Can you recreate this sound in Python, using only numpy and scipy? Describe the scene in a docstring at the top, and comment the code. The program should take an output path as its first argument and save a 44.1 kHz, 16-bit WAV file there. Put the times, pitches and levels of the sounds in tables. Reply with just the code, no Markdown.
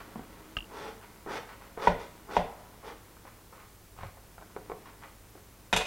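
"""In a small, live kitchen, hands shift an aubergine on a plastic chopping board and a small part rattles.
A chef's knife saws through it in six strokes, bursting cells and tearing skin; twice along the way
the edge strikes the board, and a hollow ring lingers. The halves are pulled apart and set down with
soft, damped bumps. Last, the knife is laid on the board and its steel rings and chatters.
Rumble and hum lie under it all, and the sound is nearly mono."""
import sys
import numpy as np
from scipy import signal
from scipy.fft import rfft, irfft, next_fast_len
from scipy.io import wavfile

SR = 44100
rng = np.random.default_rng(int(sys.argv[2]) if len(sys.argv) > 2 else 0)


def pcm_store(signal):
    """Save signal as 16-bit PCM."""
    levels = np.round(np.clip(np.atleast_2d(signal), -1, 1) * 32767)
    wavfile.write(sys.argv[1], SR, levels.astype(np.int16).T)


N = 258687
T = np.arange(N) / SR

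# strokes of the blade: start_s, rise_s, hold_s, fall_s, level_db, skin_db
BLADE_STROKES = [(.695, .085, 0.11, 0.029, -43, -12), (1.261, 0.073, 0.04, 0.021, -36.5, -12.5),
                 (1.768, 0.096, 0.015, 0.019, -34.5, -12.5), (1.97, 0.043, .02, 0.026, -46.5, -9),
                 (2.279, 0.084, 0.011, .012, -38.5, -10), (2.827, 0.048, 0.015, 0.047, -43.5, -12)]
# spectrum of cells bursting, heard through flesh and board: frequency_hz, level_db
FLESH_SPECTRUM = [(71, -21), (120, -9), (243, -9.5), (413, 0), (648, -7.5), (788, 0.5), (1100, -3.5),
                  (1240, -5), (1360, -6.5), (3110, -23.5), (3560, -24.5), (3860, -26), (5820, -26.5),
                  (7080, -34), (13000, -39)]
def slicing():
    """Fracture noise grows as a power of blade speed: flesh yields at once, skin only tears at speed."""
    blade_hz, blade_width_hz = 3530, 130
    flesh_power, skin_power = 0.56, 2.03
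    tearing = colour(crackle(per_s=7000, spread_db=2), FLESH_SPECTRUM)
    flesh = unit(cut(tearing, 2240, "low", order=4))
    blade_resonance = signal.iirpeak(blade_hz, blade_hz / blade_width_hz, fs=SR)
    blade = signal.lfilter(*blade_resonance, tearing)
    rasp = cut(tearing + undb(4) * blade, 2620, "high", order=4)
    skin = unit(cut(rasp, 11000, "low"))
    out = np.zeros(N)
    for start_s, rise_s, hold_s, fall_s, level_db, skin_db in BLADE_STROKES:
        speed = swell(start_s, rise_s, hold_s, fall_s)
        yielding = undb(-2.5) * flesh * speed ** flesh_power
        ripping = undb(skin_db) * skin * speed ** skin_power
        out += undb(level_db) * (yielding + ripping)
    return out


# the edge meets the board, tip then heel: start_s, level_db, contact_hz, crunch_db, worktop_db
EDGE_IMPACTS = [(1.8720, -8, 1850, -15, 4), (1.8741, -13.5, 2400, -8, -19), (1.8793, -23, 1655, -30, -14),
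                (2.3666, -8.5, 1370, -11.5, 1.5)]
# modes of the plastic board: pitch_hz, level_db, t60_s
BOARD_MODES = [(391, -23, 0.12), (468.3, -24.5, 0.62), (591, -15.5, 0.4), (603, -0.5, 0.015),
               (724.5, -11.5, 0.15), (765, -6.5, 0.051), (959, -0.5, 0.026), (1440, -17.5, 0.07),
               (1990, -5, 0.009)]
# modes of the worktop under it: pitch_hz, level_db, t60_s
WORKTOP_MODES = [(28.4, -29, 0.16), (46.4, -24.5, .14), (104, -31, 0.28), (175, -27.5, 0.17),
                 (232, -21.5, 0.058), (374, -28.5, 0.11)]
def chops():
    """Impact excitation: the edge crunches through the last skin and rings both board and worktop."""
    out = np.zeros(N)
    for start_s, level_db, contact_hz, crunch_db, worktop_db in EDGE_IMPACTS:
        board = ring(BOARD_MODES) * fade(t60_s=0.3)  # the pressing edge adds damping
        knock = cut(board, contact_hz, "low") + undb(worktop_db) * ring(WORKTOP_MODES)
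        crunch = cut(crack(crunch_db, t60_s=0.1), 2500, "low", order=1)
        crunch = cut(cut(crunch, 1400, "high"), 3270, "low")
        add(out, start_s, undb(level_db) * (knock + crunch))
    return out


def linger():
    """Exponential decay of band-limited noise: a soft hollow ring outlasts the last chop."""
    band_hz, level_db, t60_s = [555, 1005], -45, 1.37
    band = signal.butter(2, band_hz, "band", fs=SR, output="sos")
    hollow = unit(signal.sosfilt(band, rng.standard_normal(N)))
    out = np.zeros(N)
    add(out, EDGE_IMPACTS[-1][0], undb(level_db) * hollow * fade(t60_s, T))
    return out


# the knife lands, handle then blade, and settles: start_s, level_db, contact_hz, board_db
KNIFE_LANDINGS = [(5.7278, -10.5, 3560, -10), (5.7632, -13, 10900, -9), (5.807, -21.5, 3000, -7.5),
                  (5.852, -27, 5800, -13)]
# modes of the steel knife: pitch_hz, level_db, t60_s
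STEEL_MODES = [(442, -16, .26), (555, -19, .16), (743, -4, .2), (1063, -15, .08), (1366, -9, .07),
               (1760, -12, .06), (2488, -7, .16), (2570, -7, .06), (2679, -12, .14), (2864, -13, .13),
               (3130, -14, .06), (3351, -10, .11), (3412, -10, .12), (3550, -11, .07), (3710, -7, .11),
               (4945, -18, .13), (5640, -15, .06), (6190, -16, .14), (6392, -18, .12), (6850, -14, .09),
               (7110, -18, .11), (7598, -14, .13), (8315, -17, .1), (8858, -17, .11), (10060, -19, .06),
               (11290, -11, .09)]
def knife_down():
    """Inelastic bouncing: each landing rings steel and board, and clacks follow at shrinking gaps."""
    first_gap_s, gap_ratio, bounce_loss_db = 0.0055, 0.8, 0.5
    steel = undb(-10) * ring(STEEL_MODES) * fade(t60_s=0.79)  # the hand adds damping
    out = np.zeros(N)
    for start_s, level_db, contact_hz, board_db in KNIFE_LANDINGS:
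        blow = np.zeros(N)
        add(blow, 0, steel + undb(board_db) * ring(BOARD_MODES))
        delay_s = 0
        for k in range(3):
            clack = cut(crack(-4.5, t60_s=0.05), 3830, "low", order=6)
            sizzle = cut(crack(-14, t60_s=0.1), 7700, "low")
            add(blow, delay_s, undb(-bounce_loss_db * k) * cut(clack + sizzle, 450, "high"))
            delay_s += first_gap_s * gap_ratio ** k
        add(out, start_s, undb(level_db) * cut(blow[:SR // 2], contact_hz, "low", order=1))
    # the weight of the handle arrives with the first contact
    add(out, KNIFE_LANDINGS[0][0], undb(-7.5) * ring(WORKTOP_MODES))
    return out


# the vegetable rocks or drops on the board: start_s, level_db, contact_hz, thud_hz
VEGETABLE_BUMPS = [(.080, -48, 400, 374), (.157, -32.5, 696, 227), (0.1931, -34.5, 750, 253),
                   (1.2621, -37, 804, 376), (1.271, -33.5, 504, 360), (1.775, -29, 500, 452),
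                   (2.292, -42.5, 1080, 380), (3.988, -41.5, 2080, 106), (4.0328, -35, 2540, 104),
                   (4.5636, -32, 1210, 420), (4.698, -32, 1000, 400), (4.717, -31, 1400, 450),
                   (5.352, -44, 600, 383)]
# light wet taps of fingers and cut faces: start_s, level_db
WET_TAPS = [(3.168, -51), (3.252, -45), (3.524, -42), (4.171, -47.5), (4.38, -43), (4.4116, -45),
            (4.424, -47), (4.5, -51), (5.373, -50.5)]
def bumps():
    """Compliant contact softens the treble; the vegetable's mass adds a thud that light taps lack."""
    thud_db, thud_cycles, tap_contact_hz = 2.5, 13, 1490
    out = np.zeros(N)
    for start_s, level_db, contact_hz, thud_hz in VEGETABLE_BUMPS:
        thud = ring([(thud_hz, thud_db, thud_cycles / thud_hz)])
        blow = soft_blow(skid_db=-9) + thud
        add(out, start_s, undb(level_db) * cut(blow, contact_hz, "low", order=1))
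    for start_s, level_db in WET_TAPS:
        tap = cut(soft_blow(skid_db=-3), tap_contact_hz, "low", order=1)
        add(out, start_s, undb(level_db) * tap)
    return out


# modes of the board under the vegetable: pitch_hz, level_db, t60_s
DAMPED_BOARD_MODES = [(165, -21.5, 0.12), (534, -7, 0.034), (600, -19, 0.084), (746, -1, 0.051),
                      (1040, 8.5, 0.0056), (1400, 5, 0.0046), (2240, -5.5, 0.013)]
def soft_blow(skid_db):
    """Contact damping: soft flesh slaps the board, deadens its modes and skids a little."""
    slap = cut(crack(-1, t60_s=0.015), 3300, "low")
    skid = cut(crack(16, t60_s=0.082), 1370, "low", order=4)
    return ring(DAMPED_BOARD_MODES) + cut(slap, 1100, "high") + undb(skid_db) * cut(skid, 640, "high")


# hands, blade and halves slide lightly: start_s, length_s, level_db
LIGHT_RUBS = [(0, 0.025, -42.5), (1.018, 0.043, -51.5), (1.48, 0.076, -47.5), (1.596, 0.09, -54),
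              (3.26, 0.046, -51), (3.52, 0.17, -54), (3.96, 0.14, -48.5), (4.842, 0.076, -52),
              (5.012, 0.063, -47)]
# spectrum of rubbed peel: frequency_hz, level_db
PEEL_SPECTRUM = [(150, -38), (400, -10.5), (700, -2), (1100, 3.5), (1500, -4), (2200, -7), (3000, -15),
                 (5000, -22.5), (9000, -37)]
# the grip, firm while cutting and looser afterwards: time_s, level_db
GRIP_LEVELS = [(0, -49.5), (1.3, -55.5), (2.55, -53), (3.1, -57), (3.802, -67), (4.85, -53), (5.2, -61.5)]
# spectrum of the shifting palm: frequency_hz, level_db
PALM_SPECTRUM = [(100, -2), (280, 4), (500, -4.5), (1000, -1), (2000, -10), (4000, -19), (9000, -33)]
def handling():
    """Stick-slip friction: fine grains swell with each rub, over the duller shifting of the grip."""
    rise_share = 0.36
    grains = colour(crackle(per_s=3500, spread_db=3), PEEL_SPECTRUM)
    rubs = np.zeros(N)
    for start_s, length_s, level_db in LIGHT_RUBS:
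        rubs += undb(level_db) * swell(start_s, rise_share * length_s, 0, (1 - rise_share) * length_s)
    firmness = undb(np.interp(T, *np.transpose(GRIP_LEVELS)))
    grip = colour(crackle(per_s=2200, spread_db=3), PALM_SPECTRUM) * firmness
    return undb(-0.5) * grains * rubs + undb(-4.5) * grip


# modes of a small loose part: pitch_hz, level_db, t60_s
LOOSE_PART_MODES = [(2800, 2, 0.024), (3120, 0.5, 0.0086)]
# modes of its mount, which takes the first jolt: pitch_hz, level_db, t60_s
MOUNT_MODES = [(41.7, -12.5, 0.19), (112, -8.5, 0.029), (1255, -9, 0.044), (1610, -5.5, 0.021)]
def rattle():
    """Repeated impact: a loose part very close by ticks back and forth, losing energy each time."""
    start_s, period_s, attack_s = 0.5677, 0.0187, 0.001
    first_db, tick_loss_db = -21.5, 6
    attack = 1 - np.exp(-(T[:SR // 2] / attack_s) ** 2)
    tick = attack * ring(LOOSE_PART_MODES)
    out = np.zeros(N)
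    for k in range(5):
        add(out, start_s + k * period_s, undb(first_db - k * tick_loss_db) * tick)
    jolt = ring(MOUNT_MODES) + cut(crack(-5, t60_s=0.064), 2700, "low")
    add(out, start_s, undb(-22) * attack * jolt)
    return out


# reflections from worktop and near wall: delay_s, gain
EARLY_ECHOES = [(.0021, 0.15), (.0046, 0.14), (.0073, 0.23), (.0094, 0.069)]
# standing waves between worktop and walls: pitch_hz, level_db, t60_s
STANDING_WAVES = [(95.7, -61, 0.21), (168.8, -47.5, 0.2), (223, -68, 0.43), (299.7, -54, 0.16)]
# spectrum of the diffuse tail: frequency_hz, level_db
TAIL_SPECTRUM = [(60, 9), (250, 5.5), (500, 5), (950, -3), (2000, 0.5), (8000, 0)]
# reverberation time by band: frequency_hz, t60_s
TAIL_DECAY = [(100, 0.27), (300, 0.31), (800, 0.4), (2000, 0.43), (5000, 0.37), (12000, 0.27)]
def kitchen(x, wet_db):
    """Reverberation: x is convolved with direct sound, echoes, standing waves and a diffuse tail."""
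    t = T[:SR * 3 // 4]
    hz = np.fft.rfftfreq(len(t), 1 / SR)
    spectrum = rfft(rng.standard_normal(len(t))) * undb(on_log(TAIL_SPECTRUM, hz))
    tail = 0
    for band_hz, t60_s in TAIL_DECAY:
        share = on_log([(f, f == band_hz) for f, _ in TAIL_DECAY], hz)  # neighbouring bands crossfade
        tail += irfft(spectrum * share, len(t)) * fade(t60_s, t)
    tail *= np.clip((t - 0.004) / 0.016, 0, 1)  # builds up from 4 to 20 ms
    response = undb(wet_db) * tail / np.sqrt(np.sum(tail ** 2))
    response[0] = 1
    for delay_s, gain in EARLY_ECHOES:
        response[int(delay_s * SR)] += gain
    add(response, 0, ring(STANDING_WAVES))
    return signal.fftconvolve(x, response)[:N]


# spectrum of the room's rumble: frequency_hz, level_db
RUMBLE_SPECTRUM = [(12, -30), (20, -6.5), (64, -3.5), (213, -10), (266, -11.5), (427, -12), (667, -17),
                   (857, -17), (3260, -25), (15500, -25.5)]
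# low tones of the kitchen: pitch_hz, level_db
HUM_TONES = [(49, -61.5), (101, -65)]
# spectrum of each microphone channel's own noise: frequency_hz, level_db
CHANNEL_NOISE_SPECTRUM = [(12, -21), (20, 4), (259, -23), (631, -27.5), (1820, -47), (2150, -39),
                          (4810, -26), (15500, -23.5)]
def background():
    """Noise floor: rumble and phase-modulated hum in both channels, plus faint uncorrelated noise."""
    rumble = undb(-56) * colour(rng.standard_normal(N), RUMBLE_SPECTRUM)
    hum = np.zeros(N)
    for pitch_hz, level_db in HUM_TONES:
        waver_rad = 0.79 * unit(cut(rng.standard_normal(N), 5.1, "low"))
        hum += undb(level_db) * unit(np.sin(2 * np.pi * pitch_hz * T + waver_rad))
    channel_noise = np.array([colour(rng.standard_normal(N), CHANNEL_NOISE_SPECTRUM) for _ in range(2)])
    return rumble + hum + undb(-67.5) * channel_noise


def ring(modes):
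    """Modal superposition: damped sines after one blow, neighbours swinging in opposite directions."""
    t = T[:SR // 2]
    return sum((-1) ** k * undb(level_db) * np.sin(2 * np.pi * pitch_hz * t) * fade(t60_s)
               for k, (pitch_hz, level_db, t60_s) in enumerate(modes))


def crack(level_db, t60_s):
    """Modal overlap: the many short-lived modes of a blow merge into a noise burst."""
    return undb(level_db) * rng.standard_normal(SR // 2) * fade(t60_s)


def crackle(per_s, spread_db):
    """Poisson process: tiny random ruptures, mostly small and a few large."""
    ruptures = rng.random(N) < per_s / SR
    return ruptures * rng.standard_normal(N) * undb(spread_db * rng.standard_normal(N))


def swell(start_s, rise_s, hold_s, fall_s):
    """Speed of a hand movement, 0 to 1: it accelerates, holds and comes to rest."""
    corners_s = np.cumsum([0, rise_s, hold_s, fall_s])
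    return np.sin(np.pi / 2 * np.interp(T - start_s, corners_s, [0, 1, 1, 0]))


def fade(t60_s, t=T[:SR // 2]):
    """Exponential decay by 60 dB in t60_s."""
    return np.exp(-np.log(1000) * t / t60_s)


def colour(x, spectrum):
    """Spectral shaping of x, at rms 1."""
    size = next_fast_len(len(x))
    hz = np.arange(size // 2 + 1) * SR / size
    shaped = rfft(x, size) * undb(on_log(spectrum, hz))
    return unit(irfft(shaped, size)[:len(x)])


def cut(x, hz, kind, order=2):
    """Low-pass or high-pass filter."""
    return signal.sosfilt(signal.butter(order, hz, kind, fs=SR, output="sos"), x)


def on_log(points, hz):
    """Interpolate (frequency_hz, value) points on a log-frequency axis."""
    f, value = np.transpose(points)
    return np.interp(np.log(np.maximum(hz, 1)), np.log(f), value)


def undb(db):
    """Decibels to gain."""
    return 10 ** (np.asarray(db) / 20)


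def unit(x):
    """Scale to rms 1."""
    return x / np.sqrt(np.mean(x ** 2))


def add(out, start_s, x):
    """Mix x into out from start_s."""
    i = int(start_s * SR)
    out[i:i + len(x)] += x[:N - i]


def scene():
    """Superposition: each kind of contact has its share of room; the rattle is too near to wake it."""
    hard = kitchen(chops(), wet_db=-7.5) + kitchen(knife_down(), wet_db=-7.5)
    sliding = kitchen(slicing() + handling(), wet_db=-5)
    soft = kitchen(bumps(), wet_db=-10.5)
    return hard + sliding + soft + linger() + rattle() + background()


def record(dry):
    """Band limiting: a steep elliptic low-pass removes the highest treble."""
    top_hz = 15800
    return signal.sosfilt(signal.ellip(10, 0.1, 80, top_hz, fs=SR, output="sos"), dry)


dry = scene()
out = record(dry)
pcm_store(out)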